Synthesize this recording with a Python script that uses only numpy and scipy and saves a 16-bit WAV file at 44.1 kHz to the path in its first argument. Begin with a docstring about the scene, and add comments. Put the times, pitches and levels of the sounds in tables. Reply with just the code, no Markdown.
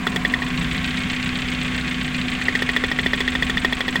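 """A four-cylinder engine rumbles and shakes at a slow idle, heard from just above the valve cover.
With it come a steady hum (probably the idle air valve), a hollow whoosh, a wash of belts and air, and
ticking injectors and valves. An ignition coil is lifted, so its spark jumps outside once per crank turn
and sets the plug well ringing. The coil is reseated and the idle rises and smooths; when it is lifted
again, the snapping and the misfire return."""
import sys
import numpy as np
from scipy import signal
from scipy.fft import rfft, irfft
from scipy.io import wavfile
from scipy.ndimage import uniform_filter1d

SR = 44100
rng = np.random.default_rng(int(sys.argv[2]) if len(sys.argv) > 2 else 0)


def wrap_up_sound(samples):
    """Save the sound to the file named by the first command line argument, as 16-bit audio."""
    columns = np.atleast_2d(samples).T
    # keep every value between -1 and 1, then stretch to whole-number steps
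    tamed = np.clip(columns, -1, 1)
    steps = np.round(tamed * 32767).astype(np.int16)
    wavfile.write(sys.argv[1], SR, steps)


N = 176400


def undb(db):
    """Decibels to amplitude ratio."""
    return 10 ** (np.asarray(db) / 20)


def unit(x):
    """Normalise to rms 1."""
    return x / np.sqrt(np.mean(x ** 2))


def curve(rows):
    """Linear interpolation of (seconds, value) rows."""
    return np.interp(np.arange(N) / SR, *np.array(rows).T)


def drift(rate_hz):
    """Smoothed random fluctuation of rms 1."""
    hold = int(SR / rate_hz)
    steps = np.repeat(rng.standard_normal(N // hold + 1), hold)
    return unit(uniform_filter1d(uniform_filter1d(steps, hold), hold)[:N])


def colour(x, spectrum, resonances=()):
    """Minimum-phase filter of unit power through (Hz, dB) points, with resonance peaks on top."""
    freq = np.maximum(np.arange(N // 2 + 1) * SR / N, 1)
    hz, db = np.array(spectrum).T
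    peaks_db = sum(boost / (1 + (2 * (freq - centre) / width) ** 2)
                   for centre, width, boost in resonances)
    gain = unit(undb(np.interp(np.log(freq), np.log(hz), db) + peaks_db))
    cepstrum = irfft(np.log(gain))
    cepstrum[1:N // 2] *= 2
    cepstrum[N // 2 + 1:] = 0
    return irfft(rfft(x) * np.exp(rfft(cepstrum)))


def noise(spectrum, resonances=()):
    """Filtered white noise of rms near 1."""
    return colour(rng.standard_normal(N), spectrum, resonances)


def impacts(cycle, places, levels_db, rise_s, decay_s, scatter_db=0, repeat_s=0):
    """Noise bursts at set places in the engine cycle; being incoherent, they add in power."""
    t, power = np.arange(N // 40) / SR, np.zeros(N)
    envelope = (1 - np.exp(-t / rise_s)) * np.exp(-t / decay_s)
    for place, db in zip(places, levels_db):
        passes = np.arange(int(cycle[-1]) + 1) + place
        starts = np.interp(passes, cycle, np.arange(N) / SR, left=-1, right=-1)
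        for start, chance in zip(starts, rng.standard_normal(len(starts))):
            for lag in {0, repeat_s}:
                add(power, start + lag, (envelope * undb(db + scatter_db * chance)) ** 2)
    return np.sqrt(power) * rng.standard_normal(N)


def add(out, start_s, x):
    """Superpose a short signal at a given time."""
    i = int(start_s * SR)
    if 0 <= i < N:
        out[i:i + len(x)] += x[:N - i]


# Firing harmonics. Each row: multiple of the cycle rate, relative dB firing evenly, and misfiring.
FIRING_ORDERS = [(2, -55, -55), (4, -48, -43), (6, -46, -64), (7, -57, -47), (8, -39, -39),
                 (10, -58, -38.5), (12, -52.5, -46), (16, -46, -49), (20, -38, -62), (22, -55, -40.5),
                 (24, -40.5, -61)]
# Blend from even firing to misfire. Each row: time in seconds, share from 0 to 1.
MISFIRE_SHARE = [(0, 1), (.36, 0.96), (.5, 0.05), (2.45, 0), (2.65, 0.84), (4, 0.85)]
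# Swell of all the harmonics. Each row: time in seconds, gain in dB.
FIRING_GAIN = [(0, -8), (.28, -4), (.6, 4), (1, 2), (2.1, 0), (2.55, -3.5), (2.9, -2), (3.5, 1.5), (4, -8)]

def firing_rumble(cycle):
    """Periodic firing gives a harmonic series; a dead cylinder strengthens the in-between orders."""
    misfire = curve(MISFIRE_SHARE)
    harmonics = np.zeros(N)
    for order, even_db, rough_db in FIRING_ORDERS:
        level_db = even_db + (rough_db - even_db) * misfire + 1.7 * drift(rate_hz=5.3)
        harmonics += undb(level_db) * np.sin(2 * np.pi * (round(order) * cycle + rng.random()))
    return np.sqrt(2) * harmonics * undb(curve(FIRING_GAIN))


# Low noise band near 170 Hz. Each row: frequency in Hz, relative level in dB.
BOOM_SPECTRUM = [(90, -28.5), (125, -12.5), (150, 2.5), (185, 5), (215, -2), (280, -5.5), (340, -17.5),
                 (500, -44.5)]
# Swell of the boom. 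Each row: time in seconds, relative level in dB.
BOOM_LEVEL = [(0, -31.5), (.25, -30), (.38, -33.5), (.55, -29.5), (.8, -29), (1, -32.5), (2.4, -34),
              (2.85, -39.5), (3.08, -30.5), (3.28, -40), (3.45, -32), (3.8, -39.5), (3.92, -30.5)]

def boom(cycle):
    """Amplitude modulation: low noise throbs on each of the four strokes."""
    throb = 1 + 0.36 * np.cos(2 * np.pi * 4 * (cycle - 0.16))
    return noise(BOOM_SPECTRUM) * throb * undb(curve(BOOM_LEVEL) - 1)


def hum(pitch_hz=250.4, level_db=-29.5):
    """A pure tone, independent of engine speed, with slight frequency and amplitude modulation."""
    phase = 2 * np.pi * np.cumsum(pitch_hz + 0.42 * drift(rate_hz=6.48)) / SR
    return np.sqrt(2) * np.sin(phase) * undb(level_db + 0.7 * drift(rate_hz=7.04))


# Colour of the rushing air. Each row: frequency in Hz, relative level in dB.
WHOOSH_SPECTRUM = [(300, -50.5), (660, -10), (735, 7), (840, -18.5), (950, 0), (1100, 5), (1300, -11.5),
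                   (2500, -70)]
# Its fade and return. Each row: time in seconds, level in dB.
WHOOSH_LEVEL = [(0, -38), (.45, -37.5), (.65, -43.5), (1.5, -51), (2.4, -61), (3, -49), (4, -42)]

def whoosh():
    """Two narrow spectral peaks make a rush of air sound hollow."""
    return undb(curve(WHOOSH_LEVEL)) * noise(WHOOSH_SPECTRUM)


# Noise of belts and air. Each row: frequency in Hz, relative level in dB.
WASH_SPECTRUM = [(12, 0.5), (30, -2.5), (55, 2), (80, 3.5), (120, -0.5), (270, 1.5), (340, -5.5),
                 (450, -6.5), (560, -11), (900, -14.5), (1300, -8.5), (2000, -4.5), (3400, -18),
                 (4400, -17.5), (5700, -28), (7800, -25.5), (9500, -33.5), (12500, -55), (15500, -36)]
# Modes of the valve cover. Each row: centre in Hz, width in Hz, boost in dB.
COVER_MODES = [(737, 37, 8), (1109, 52, 8), (1580, 30, 5), (2190, 12, 6.5), (2462, 47, 8.5), (2596, 31, 5),
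               (2738, 37, 7.5), (3060, 42, 4)]

def belt_and_air_wash(level_db=-30.5):
    """Broadband noise of belts and air excites the resonances of the cover."""
    return undb(level_db + 0.43 * drift(rate_hz=25.2)) * noise(WASH_SPECTRUM, COVER_MODES)


# Injector timing. Each row: place in the cycle from 0 to 1, relative level in dB.
INJECTOR_CLICKS = [(0.119, 1.5), (.378, -1), (.63, -22), (0.886, -5.5)]
# Colour of a click. Each row: frequency in Hz, relative level in dB.
INJECTOR_SPECTRUM = [(3000, -36), (6000, -11), (7200, -9.5), (8100, 2), (9000, -19), (12500, -27),
                     (15500, -15)]

def injectors(cycle, open_s=0.0045):
    """Paired impacts: each injector clicks as it opens and again as it shuts."""
    places, levels_db = np.array(INJECTOR_CLICKS).T
    clicks = impacts(cycle, places, levels_db, rise_s=0.00073, decay_s=0.0035, repeat_s=open_s)
    return undb(-36.5) * colour(clicks, INJECTOR_SPECTRUM)


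# Valve seatings. Each row: place in the cycle from 0 to 1, relative tick and clatter levels in dB.
VALVE_SEATINGS = [(0.001, 2, -1), (0.062, -5.5, -4.5), (0.25, -1.5, 2.5), (.312, -15, -1.5),
                  (0.497, -0.5, -0.5), (.55, -12.5, -12), (0.667, -13, -3), (0.753, -57, 1),
                  (0.948, -10, -3.5)]
# Colours of the tick and the clatter. Each row: frequency in Hz, relative level in dB.
TICK_SPECTRUM = [(900, -40.5), (2000, -1), (3100, -1), (4400, -6), (5500, -20), (7500, -20), (12000, -47.5),
                 (15500, -47)]
CLATTER_SPECTRUM = [(600, -18), (1400, -9), (2000, 1), (2700, -6.5), (3500, -2.5), (4400, -25.5),
                    (7000, -23.5), (15000, -53)]

def valves(cycle, rpm, db_per_rpm=0.0179):
    """Impact excitation: seating valves tick and clatter in the cover, harder at higher speed."""
    places, tick_db, clatter_db = np.array(VALVE_SEATINGS).T
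    tick = impacts(cycle, places, tick_db, rise_s=0.00026, decay_s=0.0047)
    clatter = impacts(cycle, places, clatter_db, rise_s=0.0037, decay_s=0.014, scatter_db=1)
    tick = undb(-21) * colour(tick, TICK_SPECTRUM, COVER_MODES)
    clatter = undb(-23.5) * colour(clatter, CLATTER_SPECTRUM, COVER_MODES)
    return (tick + clatter) * undb(db_per_rpm * (rpm - 900))


def at_onset_level(x, db):
    """Scale a transient so that its first 5.7 ms have the given rms level."""
    return x / np.sqrt(np.mean(x[:N // 700] ** 2)) * undb(db)


def damped_mode(t, hz, rise_s, decay_s):
    """A resonance builds up, then decays exponentially."""
    return (1 - np.exp(-(t / rise_s) ** 2)) * np.exp(-t / decay_s) * np.sin(2 * np.pi * hz * t)


def plug_well(t, ring_hz, ring_db, clack_db, upper_db):
    """Cavity resonance: a short ring with a faint, flatter tail, a lower clack and a late upper mode."""
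    tail_hz, clack_hz, upper_hz = np.array([1856, 1434, 3402]) * (1 + 0.0099 * rng.standard_normal(3))
    ring = damped_mode(t, 0.999 * ring_hz, rise_s=0.0013, decay_s=0.0027)
    tail = undb(-12) * damped_mode(t, tail_hz, rise_s=0.0037, decay_s=0.0073)
    clack = damped_mode(t, clack_hz, rise_s=0.0003, decay_s=0.0014)
    upper = np.sin(2 * np.pi * upper_hz * t) / np.cosh((t - 0.0073) / 0.0013)  # peaks at 7.3 ms
    return (at_onset_level(ring + tail, ring_db - 1) + at_onset_level(clack, clack_db - 5)
            + 2 * upper * undb(upper_db + 2))


# Stray sparks. Each row: start in seconds, relative levels in dB of crack, ring, upper mode and spit,
# nominal ring pitch in Hz, relative clack level in dB.
STRAY_SPARKS = [(0.0686, -24.5, -17.5, -24.0, -32, 1910, -14.5),
                (0.1607, -24, -19.0, -24.5, -31, 1920, -31), (0.2496, -24.5, -12, -23.5, -42, 1920, -46),
                (0.3382, -27.5, -11, -28.0, -36, 1927, -39), (0.4201, -32, -19.5, -45, -47, 1905, -49),
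                (2.4142, -39, -20, -45, -39, 1920, -30), (2.4834, -28, -11, -42, -45, 1950, -38),
                (2.552, -26, -13, -26.5, -36, 1946, -36), (2.6215, -23, -17, -27, -32.5, 1860, -29),
                (2.6909, -25.5, -13.5, -28, -37, 1950, -30), (2.7638, -21.5, -13.5, -24, -34, 1930, -26),
                (2.8384, -24.5, -15.5, -25.5, -39, 1940, -23), (2.9153, -24, -15.5, -26.5, -41, 1900, -26),
                (2.988, -27.5, -14, -23.5, -40, 1950, -24), (3.0613, -25, -13, -21.0, -40, 1940, -32),
                (3.1334, -23, -13, -26, -44, 1922, -23), (3.2049, -21.5, -18, -23.5, -33.5, 1960, -35),
                (3.2777, -25.5, -15, -23, -38, 1920, -29), (3.352, -25, -16, -25.5, -39, 1889, -24),
                (3.4241, -25, -13.5, -23.5, -36, 1936, -30), (3.497, -28, -17.5, -23, -31, 1868, -23),
                (3.5716, -25.5, -14.5, -24, -39, 1904, -39), (3.6476, -20, -12.5, -23.5, -32.5, 1880, -27),
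                (3.7253, -25, -16.5, -21.5, -35, 1840, -40), (3.8061, -23.5, -17, -23, -36, 1960, -27),
                (3.8811, -23, -16, -24.5, -39, 1930, -37), (3.9569, -24.5, -14, -22, -31.5, 1880, -28)]
# Colours of the arc's crack and its bright spit. Each row: frequency in Hz, relative level in dB.
CRACK_SPECTRUM = [(150, -15), (270, -6), (400, 7.5), (560, 0), (800, 0), (1300, -1.5), (2400, -4),
                  (3500, -3), (4400, -13.5), (5400, -11), (6800, -42), (9000, -30.5), (12500, -40),
                  (15500, -23)]
SPIT_SPECTRUM = [(2000, -12), (3800, 6), (5300, -4.5), (6600, 0.5), (9000, -4.5), (12500, -19.5),
                 (15500, -8)]

def sparks(decay_s=0.0065, arc_gain_db=2.5):
    """Impulse excitation: each arc cracks, spits and sets the plug well ringing."""
    t = np.arange(N // 60) / SR
    decay = np.exp(-t / decay_s)
    crack, spit, well = np.zeros((3, N))
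    for start, crack_db, ring_db, upper_db, spit_db, ring_hz, clack_db in STRAY_SPARKS:
        add(well, start, plug_well(t, ring_hz, ring_db, clack_db, upper_db))
        snap = 0.11 * rng.standard_normal(len(t)) * decay  # reflections among the engine parts
        snap[0] += 1  # the direct impulse
        add(crack, start, at_onset_level(snap, crack_db + arc_gain_db))
        add(spit, start, rng.standard_normal(len(t)) * decay * undb(spit_db + arc_gain_db))
    return colour(crack, CRACK_SPECTRUM) + colour(spit, SPIT_SPECTRUM) + well


# Crank speed. Each row: time in seconds, speed in turns per minute.
ENGINE_RPM = [(0, 633.2), (0.35, 698.3), (0.62, 872.9), (0.88, 941.7), (1.4, 933.8), (2.3, 874.3),
              (2.55, 879.9), (2.85, 786.7), (3.1, 837.9), (3.45, 813.5), (4, 745.7)]

def scene():
    """Superposition of all sources; rumble, boom, injectors and valves are phase-locked to the crank."""
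    rpm = curve(ENGINE_RPM)
    cycle = 0.6105 + np.cumsum(rpm / 60 / 2) / SR  # one four-stroke cycle is two turns
    drone = firing_rumble(cycle) + boom(cycle) + hum() + whoosh() + belt_and_air_wash()
    return (drone + injectors(cycle) + valves(cycle, rpm) + sparks())[None]


def record(dry, cutoff_hz=15900):
    """A steep low-pass filter removes the highest treble."""
    return signal.sosfilt(signal.ellip(10, .2, 70, cutoff_hz, fs=SR, output="sos"), dry)


dry = scene()
out = record(dry)
wrap_up_sound(out)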